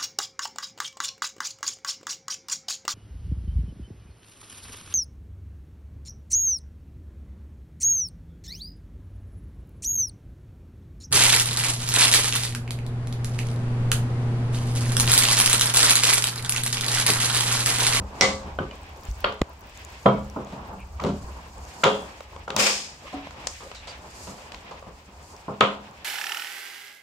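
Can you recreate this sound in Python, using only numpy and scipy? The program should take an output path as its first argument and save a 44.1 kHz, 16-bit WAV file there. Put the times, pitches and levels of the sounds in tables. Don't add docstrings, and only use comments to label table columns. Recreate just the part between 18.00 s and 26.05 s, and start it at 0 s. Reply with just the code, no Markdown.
import sys
import numpy as np
from scipy import signal
from scipy.fft import rfft, irfft, next_fast_len
from scipy.io import wavfile
from scipy.ndimage import uniform_filter1d, minimum_filter1d

SR = 44100
rng = np.random.default_rng(int(sys.argv[2]) if len(sys.argv) > 2 else 0)


def boost_factor(decibels):
    exponent = np.asarray(decibels, float) / 20
    return 10 ** exponent


def to_wav(sig):
    pcm = np.clip(np.atleast_2d(sig), -1, 1) * 32767
    pcm = np.round(pcm).astype(np.int16)
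    wavfile.write(sys.argv[1], SR, pcm.T)


N = 354828
SIZE = 16384
LEAD = 512


def on_log(table, hz):
    f, v = np.transpose(table)
    return np.interp(np.log(np.maximum(hz, 1)), np.log(f), v)


def curves(table):
    s, *columns = np.transpose(table)
    return [np.interp(np.arange(N) / SR, s, c) for c in columns]


def bands(x, colour, edges):
    n = next_fast_len(x.shape[-1], real=True)
    hz = np.fft.rfftfreq(n, 1 / SR) + 1e-3
    spectrum = rfft(x, n) * boost_factor(on_log(colour, hz))
    below = [1 / (1 + (hz / e) ** 20) for e in edges]
    shares = [np.sqrt(np.maximum(b - a, 0)) for a, b in zip(below, below[1:])]
    return [irfft(spectrum * share, n)[..., :x.shape[-1]] for share in shares]


def diffuse(length):
    port_gap_m, sound_speed_m_s = 0.13, 343
    n = next_fast_len(length, real=True)
    alike = np.sinc(2 * np.fft.rfftfreq(n, 1 / SR) * port_gap_m / sound_speed_m_s)
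    mid, side = rfft(rng.standard_normal((2, n))) * np.sqrt([(1 + alike) / 2, (1 - alike) / 2])
    return irfft(np.array([mid + side, mid - side]), n)[:, :length]


def walk(rate):
    k = int(SR / rate)
    held = np.repeat(rng.standard_normal(N // k + 1), k)
    return 1.74 * uniform_filter1d(uniform_filter1d(held, k), k)[:N]


def add(track, s, sound):
    i = int(s * SR)
    track[..., i:i + sound.shape[-1]] += sound[..., :N - i]


def ports(pan_db):
    return boost_factor(np.array([[pan_db], [-pan_db]]) / 2)


def fade(t, t60):
    return np.exp(-np.log(1000) * t / t60)


def ring(hz, t60, t, rise_s, rough, size=10):
    loosen_s, hold = 0.015, 16
    shape = np.broadcast(hz, t).shape
    flutter = rng.standard_normal(shape[:-1] + (shape[-1] // hold,))
    for _ in range(2):
        flutter = uniform_filter1d(flutter, size=size)
    flutter = uniform_filter1d(np.repeat(flutter / flutter.std(), hold, axis=-1), size=hold)
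    swell = np.sin(np.pi / 2 * np.minimum(t / rise_s, 1)) ** 2
    unsteady = 1 + rough * flutter * np.minimum(t / loosen_s, 1)
    return np.sin(2 * np.pi * hz * t) * swell * fade(t, t60) * unsteady


# f/Hz, level/dB, t60/s
GATE = [(205, 6, .5), (288.5, 2, 0.49), (421.2, -5.5, 0.25), (490, -10, 0.19), (538, -5.5, 0.46),
        (568, -7, 0.25), (658, -8, 0.24), (804, -13, 0.2), (988, -0.5, 0.25), (1050, -7, 0.28),
        (1149, -10, 0.33), (1235, -1, 0.24), (1328, -10.5, 0.25)]
# f/Hz, level/dB per Hz
STEEL = [(35, -46), (60, -18.5), (189, -1.5), (363, -11), (553, 0.5), (882, -5), (1010, -2), (1700, -16.5),
         (2050, -12.5), (2410, -14.5), (2840, -13.5), (5210, -28), (5590, -30), (7400, -31), (16000, -72)]


def strike(rise_s, contact_s, levels_db, ring_db, edges):
    t = np.maximum(np.arange(SIZE) - LEAD, 0) / SR
    push = np.minimum(t / rise_s, 1) * np.exp(-(t / contact_s) ** 1.18)
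    contact = (0.59 * rng.standard_normal(SIZE) + 0.81 * diffuse(SIZE)) * push
    parts = [boost_factor(db) * p / np.abs(p).max() for db, p in zip(levels_db, bands(contact, STEEL, edges))]
    even = bands(1. * (np.arange(SIZE) == LEAD), STEEL, edges)
    click = sum(e * p[0].std() / e.std() for e, p in zip(even, parts))

    hz, db, t60 = np.transpose(GATE)[:, :, None]
    level_chance, pitch_chance = rng.standard_normal((2, len(GATE), 1))
    which_band = np.searchsorted(edges, hz) - 1
    size = boost_factor(np.array(levels_db)[which_band] + 0.5 * db + ring_db + 3 * level_chance)
    hz = hz * (1 + 0.004 * pitch_chance)
    modes = (size * ring(hz, np.clip(t60, 0.03, 0.6), t, 0.0018, rough=0.52)).sum(axis=0)
    taper = signal.windows.tukey(SIZE, 2 * LEAD / SIZE)
    return (sum(parts) + modes) * taper, (click + modes) * taper


HIT_EDGES_HZ = (60, 400, 1450, 4150, 17000)
RAP_EDGES_HZ = (60, 400, 1550, 4850, 17000)
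# t/s, peak level/dB,
# clang/dB, sizzle/dB, echo/dB
BLOWS = [
    (0.21, -12.5, 3.5, 4, 2),
    (0.587, -16.5, -12, -47, -5),
    (1.415, -14.5, -3, -8, -44),
    (2.059, -6.5, -11.5, -52, -5),
    (3.038, -21.5, -4.5, -6, -16),
    (3.837, -14, -29, -44, 5),
    (4.503, -24.5, 3, -4, -7),
    (4.564, -14.5, -4, -1.5, 0),
    (7.608, -5, 1, -19, -3),
]
# t/s, peak level/dB, clang/dB, sizzle/dB, echo/dB
RAPS = [
    (1.243, -10.5, -0.5, -31, -5.5),
    (1.257, -16, -12, -42, -5.5),
    (2.999, -24, -2, -13, -2.5),
    (3.837, -3.5, 2.5, -12, -5),
    (4.479, -21, -15, -22, 0),
    (5.47, -23, 5, 10, -11),
]
# t/s, peak level/dB, brightness/dB, echo/dB
SNAPS = [(0.711, -36, -1, -4), (1.392, -45, 1.5, -20), (2.524, -42, -2, -19), (3.047, -22, -8, -12),
         (1.323, -25, -8, -12), (4.205, -26, -8.5, -12.5), (4.362, -28.5, -8.5, -26),
         (5.27, -25.5, -14, -39), (5.307, -33, -2, -6), (5.606, -34.5, -5, 4.5), (5.714, -29, -3, -10.5),
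         (6.519, -42.5, 14.5, -5), (6.544, -32, 2, -7), (6.825, -31, -13, -6)]


def clacks(near, far):
    hits = [(s, db, -9.5, clang, sizzle, echo_db, HIT_EDGES_HZ) for s, db, clang, sizzle, echo_db in BLOWS]
    hits += [(s, db, -22, clang, sizzle, echo_db, RAP_EDGES_HZ) for s, db, clang, sizzle, echo_db in RAPS]
    hits += [(s, db, -18.5, bright, bright - 4.5, echo_db, HIT_EDGES_HZ) for s, db, bright, echo_db in SNAPS]
    for s, db, boom, clang, sizzle, echo_db, edges in hits:
        contact_s = 0.0044 * boost_factor(0.12 * (db + 9.5) + 0.1 * min(echo_db + 5, 0))
        levels_db = (db + boom, db, db + clang, db + sizzle)
        hit, click = strike(0.0003, contact_s, levels_db, ring_db=-19 + min(echo_db, 0), edges=edges)
        add(near, s + 0.0008 - LEAD / SR, hit * ports(0.95))
        add(far, s - LEAD / SR, click * boost_factor(echo_db))


# t/s, peak level/dB, boom/dB, brightness/dB, contact/s
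SHOVES = [(0.015, -34.5, 1.5, -14, 0.028), (0.456, -49, 17, -13.5, 0.035), (0.599, -30, 7.5, -21, 0.027),
          (2.059, -4, -6.5, -24, 0.025), (2.361, -22.5, -2, -30, 0.041), (2.469, -32.5, -6, -10.5, 0.012),
          (2.523, -33.5, 4, -11, 0.038), (3.009, -28, -3.5, -12.5, 0.078), (3.044, -22.5, 8.5, -12.5, 0.04),
          (3.063, -28, -6, -6, 0.022), (3.087, -31, 11.5, -5.5, 0.023), (4.544, -28, -3, -24, 0.014),
          (5.128, -28.5, -11, -12, 0.042), (5.142, -34, -10, -22, 0.048), (5.747, -50, -20, 10.5, 0.035),
          (5.872, -36, -18, 1.5, 0.044), (6.271, -32.5, -1.5, -7, 0.041), (6.379, -37, -33, -8, 0.034),
          (6.71, -29, -18, -9.5, 0.026), (6.868, -38, 0, -30, 0.036), (7.079, -45.5, 0.5, -18, 0.087),
          (7.482, -22, -3.5, -39, 0.034)]


def shoves(near, far):
    for s, db, boom, clang, contact_s in SHOVES:
        sizzle = -0.5 + 1.42 * clang
        levels_db = (db + boom, db, db + clang, db + sizzle)
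        hit, _ = strike(0.0007, max(contact_s, 0.004), levels_db, ring_db=-22, edges=HIT_EDGES_HZ)
        add(near, s - LEAD / SR, hit)
        add(far, s - LEAD / SR, hit[0] * boost_factor(-7.0))


# t/s, f/Hz, level/dB, t60/s
RINGS = [(.210, 5700, -10, 0.073), (.210, 2035, -15, 0.32), (.212, 2210, -17, .25),
         (.215, 762, -22.5, 0.39), (0.211, 7560, -26, 0.03), (.588, 1500, -18.5, 0.047),
         (.588, 3020, -36.5, 0.1), (0.599, 187, -23, 0.2), (1.243, 3225, -20, 0.059),
         (1.242, 4400, -36, 0.19), (1.245, 3710, -40.5, 0.13), (2.062, 3204, -22, 0.058),
         (4.477, 1386, -24, 0.05), (5.135, 743, -30, 0.16), (2.060, 985, -5, 0.07),
         (2.07, 129.3, -25.5, 0.69), (2.75, 191, -41.5, 0.96), (2.996, 1126, -21, 0.038),
         (3.044, 196, -33, .3), (3.836, 1068, -8, 0.073), (3.834, 1378, -6.5, 0.051),
         (3.845, 538, -30, 0.99), (3.849, 205, -19, 0.48), (3.841, 3405, -32, 0.7),
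         (3.840, 6800, -23, 0.027), (4.563, 5780, -20, 0.016), (5.139, 280, -27.5, 0.42),
         (7.609, 1275, -2, 0.06), (7.608, 3450, -14, 0.023), (7.607, 2330, -19, 0.04),
         (7.61, 3488, -33, 0.18), (7.61, 2401, -35, 0.33), (7.61, 1050, -15.5, 0.24),
         (7.61, 1884, -27, 0.24), (7.61, 2562, -35, 0.43), (3.84, 2789, -28, 0.48), (3.84, 3531, -27, 0.14),
         (3.841, 3203, -33, 0.55), (3.839, 3876, -26, 0.21), (3.842, 6800, -38, 0.27),
         (2.061, 3203, -53, 0.24), (2.062, 2239, -36, .5), (2.062, 658, -19, 0.31), (2.062, 420, -19, 0.28),
         (.212, 2772, -27.5, .26), (0.71, 2950, -32.5, .04), (0.713, 2400, -44.5, 0.15),
         (3.046, 490, -24.5, 0.21), (3.048, 571, -25.5, 0.41), (1.242, 1400, -12.5, 0.054)]


def ringing_parts(near, far):
    t = np.arange(SIZE) / SR
    for s, hz, db, t60 in RINGS:
        rough = min(0.5 + hz / 6000, 1.0)
        part = ring(hz, max(t60, 0.01), t, 2 / hz, rough, size=int(4 + 9000 / hz))
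        part = part * np.linspace(1, 0, SIZE) * boost_factor(db - 2)
        lag = int(5 * rng.standard_normal())
        add(near[0], s + max(lag, 0) / SR, part)
        add(near[1], s - min(lag, 0) / SR, part)
        add(far, s, part * boost_factor(-11.5))


def latch():
    near, far = np.zeros((2, N)), np.zeros(N)
    clacks(near, far)
    shoves(near, far)
    ringing_parts(near, far)
    return near, far


# t/s, level/dB
SCRAPE = [
    (4.572, -28),
    (4.602, -22),
    (4.676, -21.5),
    (4.876, -44.5),
    (5.01, -66),
    (5.02, -69),
]
# f/Hz, width/Hz, level/dB, fade/dB per s
SCRAPE_PEAKS = [(2600, 180, 4.5, 40), (3480, 440, -3.5, 24), (5050, 330, 2.5, -3), (6620, 160, -1.5, 5),
                (8050, 250, -8, 20)]


def scrape():
    db = curves(SCRAPE)[0]
    t = np.arange(N) / SR
    start_s, stop_s = SCRAPE[0][0], SCRAPE[-1][0]
    since = np.clip(t - start_s, 0, 1)
    dull_db = -6 - 0.7 * (-22.5 - db)
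    bright_db = -10 - 55 * since
    top_db = -19 - 130 * since

    moving = np.clip((t - start_s) / 0.022, 0, 1) * (t < stop_s)
    grains = diffuse(N) * boost_factor(0.99 * walk(250) + 0.3 * walk(60)) * moving
    colour = [(200, -8), (500, 3.5), (1200, 1.5), (8300, -4.5), (9200, -14.0), (16000, -19.0)]
    dull, body, bright, top = bands(grains, colour, (200, 1700, 8800, 12500, 17000))
    rings = 0
    for hz, width_hz, gain_db, fade_db_s in SCRAPE_PEAKS:
        peak = signal.iirpeak(hz, hz / max(3 * width_hz, 400), SR)
        rings = rings + boost_factor(gain_db - fade_db_s * since) * signal.lfilter(*peak, body)

    def unit(x):
        return x / np.sqrt(np.mean(x[:, int(4.6 * SR):int(4.9 * SR)] ** 2))

    shares = boost_factor(dull_db) * unit(dull) + boost_factor(bright_db) * unit(bright) + boost_factor(top_db) * unit(top)
    return boost_factor(db) * (unit(0.08 * body + rings) * ports(4.4) + shares)


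# t/s, peak level/dB, f/Hz, t60/s
BUMPS = [
    (0.455, -34, 67.6, 0.14),
    (1.087, -20, 59.6, 0.091),
    (1.107, -22.5, 57.4, 0.2),
    (1.419, -11, 62, 0.04),
    (3.242, -27, 66.5, 0.14),
]


def bumps():
    out, t = np.zeros(N), np.arange(SIZE) / SR
    for s, db, hz, t60 in BUMPS:
        add(out, s, -boost_factor(db) * np.sin(2 * np.pi * hz * t) * fade(t, max(t60, 0.02)))
    return out


def knock():
    knock_s, rise_s, fall_s = 1.4183, 0.0015, 0.001
    t = np.arange(N) / SR - knock_s
    pull = (t < 0) * (0.31 * np.exp(np.minimum(t, 0) / 0.0036) - 0.59 * (t > -rise_s))
    back = (t >= 0) * np.exp(-np.maximum(t, 0) / fall_s)
    return boost_factor(-5) * uniform_filter1d(pull + back, size=14)


# t/s, peak level/dB, centre f/Hz, left minus right/dB, wide click/dB
EDGES = [(0.21, 0, 5550, -13, -31), (1.2052, -34, 14600, 1, 0), (1.4163, -29, 7040, -10.5, -6),
         (1.8492, -26, 6900, 15, -11), (4.5042, -17, 3620, 5, -32), (4.479, -26, 1300, 3, -30),
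         (3.8365, -6, 3300, 0, -30), (3.8385, -5, 1300, 0, -30), (7.6082, -7, 3300, 0, -32),
         (.588, -22, 1500, 0, -30), (5.4708, -24, 2500, 2, -14), (1.243, -14, 1500, 0, -30),
         (4.626, -11, 2600, 4, -12), (3.037, -28, 5900, -1.5, -14), (3.8363, -21, 6860, 4, -24),
         (3.8404, -7.5, 6670, 8, -22), (4.5643, -8, 5850, 8, -9), (5.4713, -20, 5500, 3, -19),
         (7.6074, -18.5, 6740, 11, -38)]
# t/s, peak level/dB
SEAMS = [(0.833, -40), (0.9627, -40), (1.035, -35), (1.0525, -30.5), (1.1133, -31), (1.617, -42),
         (1.697, -39.5), (1.7748, -30), (2.0303, -38), (2.193, -40), (2.2997, -32), (2.448, -35.5),
         (2.524, -42), (2.804, -43), (3.582, -38), (4.04, -44), (5.748, -40.5), (3.652, -35.5),
         (3.9953, -40), (4.022, -37), (4.2066, -41), (5.539, -35), (6.522, -40), (6.795, -41), (7.228, -40),
         (7.3652, -34), (7.9117, -41)]


def ticks():
    out, t = np.zeros((2, N)), np.arange(400) / SR
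    chance = rng.standard_normal((len(SEAMS), 2))
    seams = [(s, db, 6800 + 1600 * a, 11 + 4 * b, -11.5) for (s, db), (a, b) in zip(SEAMS, chance)]
    for s, db, hz, pan_db, click_db in EDGES + seams:
        click = np.diff(rng.standard_normal((2, 401))) * boost_factor(click_db)
        snap = (click + np.sin(2 * np.pi * hz * t)) * np.exp(-t / 0.0008)
        add(out, s, boost_factor(db - 3) * snap * ports(np.clip(pan_db, -8, 8)))
    return out


# t/s, length/s, f/Hz, level/dB
SQUEALS = [
    (0.34, 0.106, 1600, -62),
    (2.775, 0.081, 2420, -58.5),
    (2.78, 0.069, 2750, -66),
    (5.65, 0.061, 550, -53),
    (5.04, 0.066, 1150, -54),
    (5.03, 0.054, 560, -55),
    (5.875, 0.044, 4700, -51),
    (5.75, 0.06, 3900, -55),
]


def squeals():
    out, t = np.zeros(N), np.arange(SIZE) / SR
    for s, length_s, hz, db in SQUEALS:
        tone = ring(hz, 9., t, 0.001, rough=3, size=int(3 + 8000 / hz))
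        add(out, s, boost_factor(db) * tone * np.sin(np.pi * np.minimum(t / length_s, 1)))
    return out


# f/Hz, t60/s
WALLS_T60 = [(100, 0.34), (300, 0.3), (1000, 0.36), (3000, 0.28), (8000, 0.48), (16000, 0.12)]


def walls(x):
    n = 2 * SIZE
    t = np.arange(n) / SR
    edges = 50 * 2 ** np.arange(9.)
    parts = bands(diffuse(n), [(20, 0.011), (20000, 0.017)], np.append(edges, 20000))
    tail = sum(p * fade(t, on_log(WALLS_T60, 1.42 * e)) for p, e in zip(parts, edges))
    tail = tail * np.clip((t - 0.004) / 0.011, 0, 1)
    return signal.fftconvolve(x[None], tail / np.sqrt(np.sum(tail[0] ** 2)), axes=1)[:, :N]


def swells(table, rest_db):
    t, power = np.arange(0, N + 64, 64) / SR, boost_factor(rest_db) ** 2
    for s, db, rise_s, fall_s in table:
        away = np.abs(t - s) / np.maximum(np.where(t < s, rise_s, fall_s), 0.01)
        power = power + boost_factor(db - 10 * away ** 1.58) ** 2
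    return np.interp(np.arange(N) / SR, t, 10 * np.log10(power))


UNDER_EDGES_HZ = (15, 135, 1550, 4300, 17000)
# f/Hz, level/dB per Hz
QUIET = [(15, -40), (25, -1.5), (71, 15), (136, -8.5), (210, -11), (291, -13.5), (460, -13), (501, -12),
         (983, -8.5), (1450, -20), (2500, -17), (4500, -28), (5850, -6), (9900, -120)]
# f/Hz, level/dB per Hz
SLEEVE = [(2350, -25), (4000, -5.5), (4600, -1.5), (5900, -6), (6740, -0.5), (7840, -3.5), (10300, -15),
          (13000, -15.5), (15200, -28), (16000, -35)]
# t/s, level/dB
RUMBLE = [(0.0, -35), (0.11, -46), (0.31, -39.5), (0.6, -38.5), (0.83, -48), (1.27, -40), (1.41, -55),
          (2.22, -41), (2.38, -51.5), (3.05, -41.5), (3.5, -47), (3.68, -48), (3.85, -61.5), (4.05, -49.5),
          (4.82, -55), (5.4, -50), (6.43, -50.5), (8.05, -54.5)]
# peak t/s, peak level/dB, rise/s per 10 dB, fall/s per 10 dB
MURMURS = [(0.01, -41.5, 26, 0), (.31, -39.5, 0.23, 0.02), (.56, -43.5, 0.44, 0.1), (1.03, -48, 0.3, 0.5),
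           (1.27, -37.5, 0.03, 0.1), (1.8, -47.5, 0.06, 0.1), (2.8, -44.5, 1, -0.5), (3.5, -48, 1.4, 1.2),
           (3.85, -45.5, 0, 0.54), (4.33, -45, 0, -1.3), (4.7, -48, -0.54, 0.63), (5.35, -47.5, 0.4, 0.3),
           (6.43, -48, 0.7, 0.7), (7.35, -45.5, 0.05, -0.5), (8.04, -47, 0.7, 3)]
# peak t/s, peak level/dB, rise/s per 10 dB, fall/s per 10 dB
RUBS = [(.31, -40.5, 0.13, 0.04), (.69, -57, 1, 0.5), (1.27, -55, 0.8, .11), (1.8, -51.5, 0.25, 0.9),
        (3.5, -54, 0.3, -1.3), (3.9, -50.5, 0.3, .5), (4.63, -37, 0.04, -0.07), (5.08, -49, 0.04, 0.43),
        (5.9, -53.5, 1.2, 0.5), (6.72, -54, 1.5, 0.22), (7.55, -58.5, 0.5, 11)]
# peak t/s, peak level/dB, rise/s per 10 dB, fall/s per 10 dB
BRUSHES = [(.31, -55.5, 0.2, 0.1), (1.21, -57.5, 0.26, -0.06), (1.82, -59, 0.16, .6),
           (3.2, -57.5, 0.13, 0.4), (3.85, -51.5, 0.35, 0.3), (4.75, -51.5, 0.14, 0.11),
           (5.06, -58, 0.1, 0.12), (5.62, -51, 0.2, 0.1), (6.26, -47, 0.17, 0.17), (7.29, -54, 0.1, 0.13)]


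def under():
    noise = diffuse(N)
    parts = bands(noise, QUIET, UNDER_EDGES_HZ[:-1]) + bands(noise, SLEEVE, UNDER_EDGES_HZ[-2:])
    flicker_db = (1.6 * walk(8), 1.8 * walk(25), 1.8 * walk(30), 1.4 * walk(60))
    levels = curves(RUMBLE) + [swells(MURMURS, -54.5), swells(RUBS, -61), swells(BRUSHES, -64)]
    return sum(boost_factor(db + f + 1) * p / p.std() for db, f, p in zip(levels, flicker_db, parts))


# t/s, level/dB
CRACKLE = [(0, -86), (.7, -70), (1.2, -62.5), (2.2, -68), (3, -69), (4.4, -74), (5.5, -79), (6.5, -76),
           (8.05, -85)]


def crackle():
    crackles_per_s, hiss_db = 38, -67.5
    where, size = rng.random(N) < crackles_per_s / SR, boost_factor(12 * rng.random(N))
    pricks = signal.lfilter([1], [1, -0.975], where * size) * boost_factor(curves(CRACKLE)[0] + 14.5)
    noise = diffuse(N) * (pricks * ports(2.5) + boost_factor(hiss_db + 1.2 * walk(12)))
    colour = [(4000, -12), (7000, -16), (10000, -9.0), (14000, -1.5), (16000, 0)]
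    return bands(noise, colour, (4000, 17000))[0]


def scene():
    near, far = latch()
    cloth, snaps = scrape(), ticks()
    echo = walls(far + boost_factor(-8.5) * cloth[0] + boost_factor(-25) * snaps[0])
    return near + cloth + snaps + echo + bumps() + knock() + squeals() + under() + crackle()


def roll_off(x):
    return signal.sosfilt(signal.butter(12, 16630, fs=SR, output="sos"), x)


def record(dry):
    top_hz, ceiling = 15780, 0.97
    low_pass = signal.ellip(10, 0.1, 40, top_hz, fs=SR, output="sos")
    below = signal.sosfiltfilt(low_pass, dry)
    sound = below + boost_factor(-33) * (dry - below)
    room_left = ceiling / np.maximum(np.abs(sound).max(axis=0), ceiling)
    gain = minimum_filter1d(room_left, size=241)
    gain = uniform_filter1d(uniform_filter1d(gain, size=120), size=120)
    return roll_off(sound * gain)


dry = scene()
out = record(dry)
to_wav(out)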